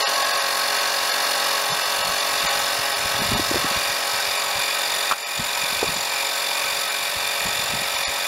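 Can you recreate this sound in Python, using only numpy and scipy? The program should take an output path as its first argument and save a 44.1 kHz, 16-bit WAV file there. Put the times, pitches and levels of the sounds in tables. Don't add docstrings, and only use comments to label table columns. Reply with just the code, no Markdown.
import sys
import numpy as np
from scipy import signal
from scipy.fft import rfft, irfft, next_fast_len
from scipy.io import wavfile
from scipy.ndimage import uniform_filter1d

SR = 44100
rng = np.random.default_rng(int(sys.argv[2]) if len(sys.argv) > 2 else 0)


def level_to_linear(level):
    exponent = np.asarray(level, float) / 20
    return 10 ** exponent


def unload_wav(signal):
    wavfile.write(
        sys.argv[1],
        SR,
        np.round(np.clip(np.atleast_2d(signal).T, -1, 1) * 32767).astype(np.int16),
    )


N = 364707
T = np.arange(N) / SR
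SLOW_T = T[::64]
SIZE = next_fast_len(N + SR // 4)
HZ = np.arange(SIZE // 2 + 1) * SR / SIZE
TOP_HZ = 15760


def unit(x):
    return x / np.sqrt(np.mean(x ** 2))


def fine(slow):
    return np.interp(T, SLOW_T, slow)


def through(x, response):
    return irfft(rfft(x, SIZE) * response, SIZE)[:N]


def mode(hz, width):
    return 1j * HZ * width / (hz ** 2 - HZ ** 2 + 1j * HZ * width)


def colour(points):
    hz, db = np.transpose(points)
    return level_to_linear(np.interp(np.log(HZ + 1), np.log(hz), db))


def walk(rate):
    place = SLOW_T * rate
    k = place.astype(int)
    levels = rng.standard_normal(int(9 * rate) + 2)
    blend = np.sin(np.pi / 2 * (place - k)) ** 2
    return 1.15 * (levels[k] + (levels[k + 1] - levels[k]) * blend)


def hits(table, rise, second_db):
    out = np.zeros(N + SR)
    for s, db, hz, t60 in table:
        t = np.arange(int(t60 * SR)) / SR
        shape = (1 - np.exp(-(t * hz / rise) ** 2)) * 1000. 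** (-t / t60)
        ring = np.sin(2 * np.pi * hz * t) + level_to_linear(second_db) * np.sin(2 * np.pi * 1.676 * hz * t)
        start = int(s * SR)
        out[start:start + len(t)] += level_to_linear(db) * ring * shape / shape.max()
    return out[:N]


# t/s, rate/(turns per s)
CRANK_SPEED = [(0.0, 45.89), (0.5, 45.855), (0.99, 45.88), (1.65, 45.975), (2.31, 46.005), (3.3, 46.05),
               (3.96, 46.015), (4.62, 45.955), (5.28, 45.93), (5.94, 45.96), (6.6, 46.04), (7.26, 46.06),
               (7.59, 46.02), (8.27, 45.87)]
# t/s, level/dB
ROCKING = [(0.0, -26), (0.45, -27.5), (0.8, -26.5), (1.0, -27), (1.4, -26), (1.95, -27), (2.5, -25.5),
           (2.9, -27), (3.3, -26), (4.1, -26.5), (5.0, -25.5), (5.7, -26), (5.95, -26.5), (6.75, -26),
           (7.0, -27), (7.45, -26), (8.0, -26.5), (8.27, -26.5)]
# t/s, grip/(0-1)
HAND_GRIP = [(0, 0.05), (1.3, 0.17), (1.8, 0.28), (3.6, 0.46), (4.2, 0.7), (5, 1), (8.27, 1)]


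def pump():
    turn = np.cumsum(np.interp(T, *np.transpose(CRANK_SPEED)) * fine(1 + .0005 * walk(25))) / SR
    held = np.interp(SLOW_T, *np.transpose(HAND_GRIP))
    level_db = np.interp(SLOW_T, *np.transpose(ROCKING))

    def gain(free_db, held_db):
        return fine(level_to_linear(level_db + free_db + (held_db - free_db) * held))

    body = level_to_linear(-3.0) * casing(BODY_MODES, turn, held, repeat=.03, lag=.1,
                              knock_db=3.0, flicker_db=1.5, spiky_db=1.5)
    body = body + piston(turn, held)
    mesh = casing(MESH_MODES, turn, held, repeat=0.28, lag=0.28,
                  knock_db=3.5, flicker_db=2.0, spiky_db=3.0)
    treble = level_to_linear(-1.5) * casing(TREBLE_MODES, turn, held, repeat=0.38, lag=0.27,
                                knock_db=5.0, flicker_db=0.84, spiky_db=2.0)
    treble = treble + valve(turn, held) + level_to_linear(-2.5) * valve_air(turn) + level_to_linear(-7.0) * outlet_hiss(turn)
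    return gain(1.5, -4) * body + gain(-7, -5.5) * mesh + gain(0.32, -1.4) * treble


# crank angle/(turn 0-1), level/dB
KNOCKS_PER_TURN = [
    (.13, -1),
    (.49, 0),
    (.89, -4),
]
# multiple of the crank rate, level/dB
PISTON_LINES = [(1, -28), (2, -25), (3, -24.5), (4, -16.5), (5, -18.5), (6, -12.5), (7, -16.5), (8, -21),
                (9, -5.5), (10, -12.5), (11, -9.5), (12, 1), (13, -10.5), (14, -4), (15, 0), (16, -3.5),
                (17, -7.5), (18, 0.5), (19, -8.5), (20, -7), (21, -4.5), (22, -5.5), (23, -2), (24, 1),
                (25, -5), (26, -21), (27, -4.5), (28, -1), (29, -18), (30, -7.5), (31, -7), (32, -13),
                (33, -6.5), (34, -4), (35, -27), (36, -4), (37, -20.5), (38, -2.5), (39, -19.5), (40, -7),
                (41, -3.5), (42, -4)]


def piston(turn, held):
    motor_hz, motor_db, wobble_rad = 587.2, -11.5, 0.083
    lines, spin, crank = 0, 1, np.exp(2j * np.pi * turn)
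    for k, db in PISTON_LINES:
        spin = spin * crank
        knocks = sum(level_to_linear(knock_db) * np.exp(-2j * np.pi * k * at) for at, knock_db in KNOCKS_PER_TURN)
        phase = np.angle(knocks) - .004 * k ** 2 + 0.011 * k * walk(12)
        grip_db = (4 - 9 * held) * np.exp(-((k - 24) / 1.5) ** 2)
        level = level_to_linear(db + grip_db + .9 * walk(5))
        lines = lines + (spin * fine(level * np.exp(1j * phase))).real
    motor = np.sin(2 * np.pi * motor_hz * T + wobble_rad * crank.imag + fine(0.56 * walk(4)))
    return level_to_linear(-3.0) * unit(lines) + fine(level_to_linear(motor_db + .6 * walk(4.06))) * motor


# f/Hz, width/Hz, free level/dB, held level/dB, loudest angle/(turn 0-1), swing per turn/dB
BODY_MODES = [(585, 98, -14.5, -15.5, 0, 1), (821, 74, -5.5, -5.5, 0.35, 3), (937, 80, -9, -3.5, 0.1, 4.5),
              (1106, 59, -2.5, -2, 0.1, -2.5), (1285, 40, -4.5, -2, 0.29, 3.5),
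              (1530, 39, -3.5, -0.5, 0.16, 1), (1657, 56, -2, -10, 0.1, 6), (1839, 220, -9, -6, .25, 1.5)]
MESH_MODES = [(2422, 214, -4, -1.5, 0.011, 0.95), (2652, 97, -10.5, -12, 0.0048, 0.67),
              (2750, 330, -2.5, -15.5, 0.045, 0.4)]
TREBLE_MODES = [(3561, 192, -7.5, -1, 0, 4.6), (3728, 120, -8.5, -3.5, 0.12, 2.4),
                (4357, 170, -6, -5.5, 0.15, 3.8), (4770, 150, -6.5, -4.5, 0.14, 2.8),
                (5150, 420, -8, -7, 0.15, 1), (5780, 205, -11.5, -10.5, 0, 4.6),
                (6290, 210, -10.5, -13, 0.16, 4), (7060, 230, -17.5, -9.5, 0.82, 10.1),
                (7370, 140, -17, -9.5, 1, 2.3)]


def casing(modes, turn, held, repeat, lag, knock_db, flicker_db, spiky_db):
    slots = 960
    slot = (turn * slots).astype(int) % slots
    angle = np.arange(slots) / slots
    shake = clatter(slot, slots, repeat, wear=1.2, spiky_db=spiky_db)
    jolts = sum(level_to_linear(db) * np.exp(5.0 * (np.cos(2 * np.pi * (angle - at - .03)) - 1))
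                for at, db in KNOCKS_PER_TURN)
    out = 0
    for hz, width, free_db, held_db, at, swing_db in modes:
        stroke_db = swing_db * np.cos(2 * np.pi * (angle - at - lag)) + knock_db * jolts
        ring = through(shake * level_to_linear(stroke_db)[slot], mode(hz, 1.33 * width) ** 2)
        out = out + ring * fine(level_to_linear(free_db + (held_db - free_db) * held + flicker_db * walk(6)))
    return out / np.sqrt(uniform_filter1d(out ** 2, SR // 2))


def clatter(slot, slots, repeat, wear, spiky_db):
    pattern = rng.standard_normal((2, slots))[:, slot]
    same = np.cos(wear * T) * pattern[0] + np.sin(wear * T) * pattern[1]
    sizes = np.minimum(rng.exponential(size=N), 5)
    fresh = unit(rng.standard_normal(N) * level_to_linear(spiky_db * sizes))
    return np.sqrt(repeat) * same + np.sqrt(1 - repeat) * fresh


# f/Hz, free level/dB, held level/dB, angle/(turn 0-1), rise/s
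REED_PINGS = [
    (4320, -7.5, -14.5, .27, .0022),
    (4730, -13, -10.5, .19, .002),
    (7085, -23.5, -16.5, .1, .0012),
]


def valve(turn, held):
    slop_s, scatter_db = 1.8e-5, 1.6
    out, chance = 0, rng.standard_normal((int(turn[-1]) + 3, 2))
    for hz, free_db, held_db, at, rise in REED_PINGS:
        late, size = chance[np.floor(turn - at).astype(int) + 1].T
        since = (turn - at) % 1 / CRANK_SPEED[0][1]
        ping = since * np.exp(-since / rise) * np.sin(2 * np.pi * hz * (since - slop_s * late))
        out = out + unit(ping * level_to_linear(scatter_db * size)) * fine(level_to_linear(free_db + (held_db - free_db) * held))
    return out


# f/Hz, density level/dB per Hz
AIR_SPECTRUM = [(59, -56), (100, -42), (358, -12.5), (549, -3.5), (1400, -2.5), (3300, -3.5), (7000, -12.5),
                (16200, -24)]


def valve_air(turn):
    swell_db = 1.4 * np.cos(2 * np.pi * (turn - .3))
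    return unit(through(rng.standard_normal(N) * level_to_linear(swell_db), colour(AIR_SPECTRUM)))


# f/Hz, density level/dB per Hz
HISS_SPECTRUM = [(7300, -36.5), (8000, -8.5), (10050, -0.5), (11500, 0), (12500, -7.5), (14500, -5),
                 (15700, -10), (17000, -40)]


def outlet_hiss(turn):
    swell_db = 1.6 * np.cos(2 * np.pi * (turn - .35)) + 1.4 * np.cos(4 * np.pi * (turn - .07))
    jet = rng.standard_normal(N) * fine(level_to_linear(1.2 * walk(90))) * level_to_linear(swell_db)
    return unit(through(jet, colour(HISS_SPECTRUM)))


# t/s, peak level/dB, f/Hz, t60/s
KNOCK_BOUNCES = [
    (5.1124, -4.5, 1300, 0.0095),
    (5.1127, -23, 3600, .004),
    (5.1160, -23, 1200, .015),
    (5.1203, -7, 1150, 0.014),
    (5.1250, -10, 1330, 0.011),
    (5.1257, -12, 2600, 0.004),
    (5.1335, -10, 1410, 0.024),
]


def knock():
    return hits(KNOCK_BOUNCES, rise=0.46, second_db=-14)


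# t/s, peak level/dB, f/Hz
SHORT_THUMPS = [(1.718, -27, 152), (2.431, -41, 180), (3.405, -26, 100), (3.215, -19.5, 207),
                (3.288, -26, 78.1), (3.314, -16.5, 232), (3.345, -20, 140), (3.358, -20.5, 232),
                (3.394, -14.5, 313), (3.511, -13.5, 328), (3.5428, -14, 520), (3.556, -14.5, 360),
                (3.564, -20, 328), (3.642, -20, 280), (3.709, -27, 210), (3.767, -32, 108),
                (4.554, -33, 103), (5.391, -21.5, 139), (5.631, -33, 172), (5.721, -31, 194),
                (5.828, -9, 450), (5.842, -19, 433), (5.886, -23, 146), (5.958, -31, 190),
                (7.163, -31, 91.5), (7.45, -29, 170), (7.733, -25, 217), (7.75, -30, 133), (7.812, -31, 194),
                (8.071, -33, 61)]


def thumps():
    rings = [(s, db, hz, min(.04, 7.5 / hz)) for s, db, hz in SHORT_THUMPS]
    return hits(rings, rise=0.59, second_db=-6.0)


# t/s, peak level/dB, length/s
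WIND_GUSTS = [(2.0, -43, .03), (2.08, -40, .07), (2.306, -41, 0.034), (2.448, -34.5, .04), (2.56, -39, .07),
              (2.794, -39, 0.033), (2.9, -43, .04), (3.06, -36.5, 0.12), (3.215, -35, .05),
              (3.328, -25, 0.11), (3.555, -31, 0.066), (3.65, -33, 0.035), (3.766, -34, 0.054),
              (3.91, -38, .045), (4.14, -43, 0.055), (4.29, -38, .04), (4.567, -40, 0.036), (4.92, -47, .1),
              (5.4, -32, 0.039), (5.56, -42, .06), (5.64, -45, .03), (5.76, -37, .06), (5.906, -35, 0.096),
              (6.697, -43, .09), (7.175, -42, 0.13), (7.47, -36, .07), (7.6, -37, .06), (7.745, -33, .07),
              (7.95, -47, 0.039), (8.08, -39, 0.03)]
# f/Hz, density level/dB per Hz
GUST_SPECTRUM = [(10, -45), (25, -11), (60, -3.5), (130, -0.5), (250, -8.5), (400, -23.5), (700, -47.5)]


def gusts():
    calm_db, fall_db, rise = -58.5, -15, 0.71
    lumps = unit(rng.standard_normal(N) * fine(level_to_linear(3.5 * walk(60))))
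    swell = level_to_linear(calm_db)
    for s, db, length in WIND_GUSTS:
        away = np.maximum(SLOW_T - s, (s - SLOW_T) / rise) / length
        swell = swell + level_to_linear(db + fall_db * away)
    return level_to_linear(20.0) * through(lumps * fine(swell), colour(GUST_SPECTRUM))


def scene():
    return (pump() + knock() + thumps() + gusts())[None]


# f/Hz, width/Hz, depth/(0-1)
PORT_NOTCHES = [(1440, 80, .6), (3170, 120, .6), (6400, 150, .6), (12950, 500, .97), (14980, 250, .9)]


def port(x):
    response = np.prod([1 - depth * mode(hz, width) for hz, width, depth in PORT_NOTCHES], axis=0)
    return through(x, response * (HZ < TOP_HZ))


def duck(x):
    start_s, grab_s, depth_db, recover_s = 5.122, .013, -7.5, 0.24
    since = np.maximum(T - start_s, 0)
    duck_db = depth_db * (1 - np.exp(-(since / grab_s) ** 2)) * np.exp(-(since / recover_s) ** 1.7)
    return x * level_to_linear(duck_db)


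STARVED_FRAMES = [1, 2, 3, 7, 11, 15, 18, 19, 37, 52, 58, 80, 81, 86, 95, 103, 112, 116, 138, 150, 157, 205,
                  245, 246, 323, 373, 377, 378]
COARSENESS = [10, 13, 10, 10, 11, 11, 8.2, 9, 8.5, 11, 6.1, 9.8, 10, 11, 11, 9, 8.2, 11, 11, 12, 12, 10,
              9.5, 12, 8.3, 8.9, 11, 11]


def starve(x, tilt_db):
    frame = round(1024 * SR / 48000)
    n, k = np.arange(2 * frame) + .5, np.arange(frame) + .5
    window = np.sin(np.pi * n / frame / 2)
    basis = window * np.cos(np.pi / frame * np.outer(k, n + frame / 2))
    at = (np.array(STARVED_FRAMES)[:, None] - 1) * frame + np.arange(2 * frame) + 180
    terms = x[at] @ basis.T
    spread = terms.std(axis=1, keepdims=True)
    step_db = np.array(COARSENESS)[:, None] + tilt_db * np.log2(k / 100)
    local = np.sqrt(uniform_filter1d(terms ** 2, size=80)) / spread
    step = spread * local ** 0.38 * level_to_linear(step_db)
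    lost = (terms - step * np.round(terms / step)) @ basis * 2 / frame
    return x - np.bincount(at.ravel(), lost.ravel(), N)


def low_pass(x):
    return signal.sosfilt(signal.butter(12, 16320, fs=SR, output="sos"), x)


def record(dry):
    x = duck(port(dry[0]))
    x = starve(x, tilt_db=-0.07)
    mix = through(x, HZ < TOP_HZ)[None]
    return low_pass(mix)


dry = scene()
out = record(dry)
unload_wav(out)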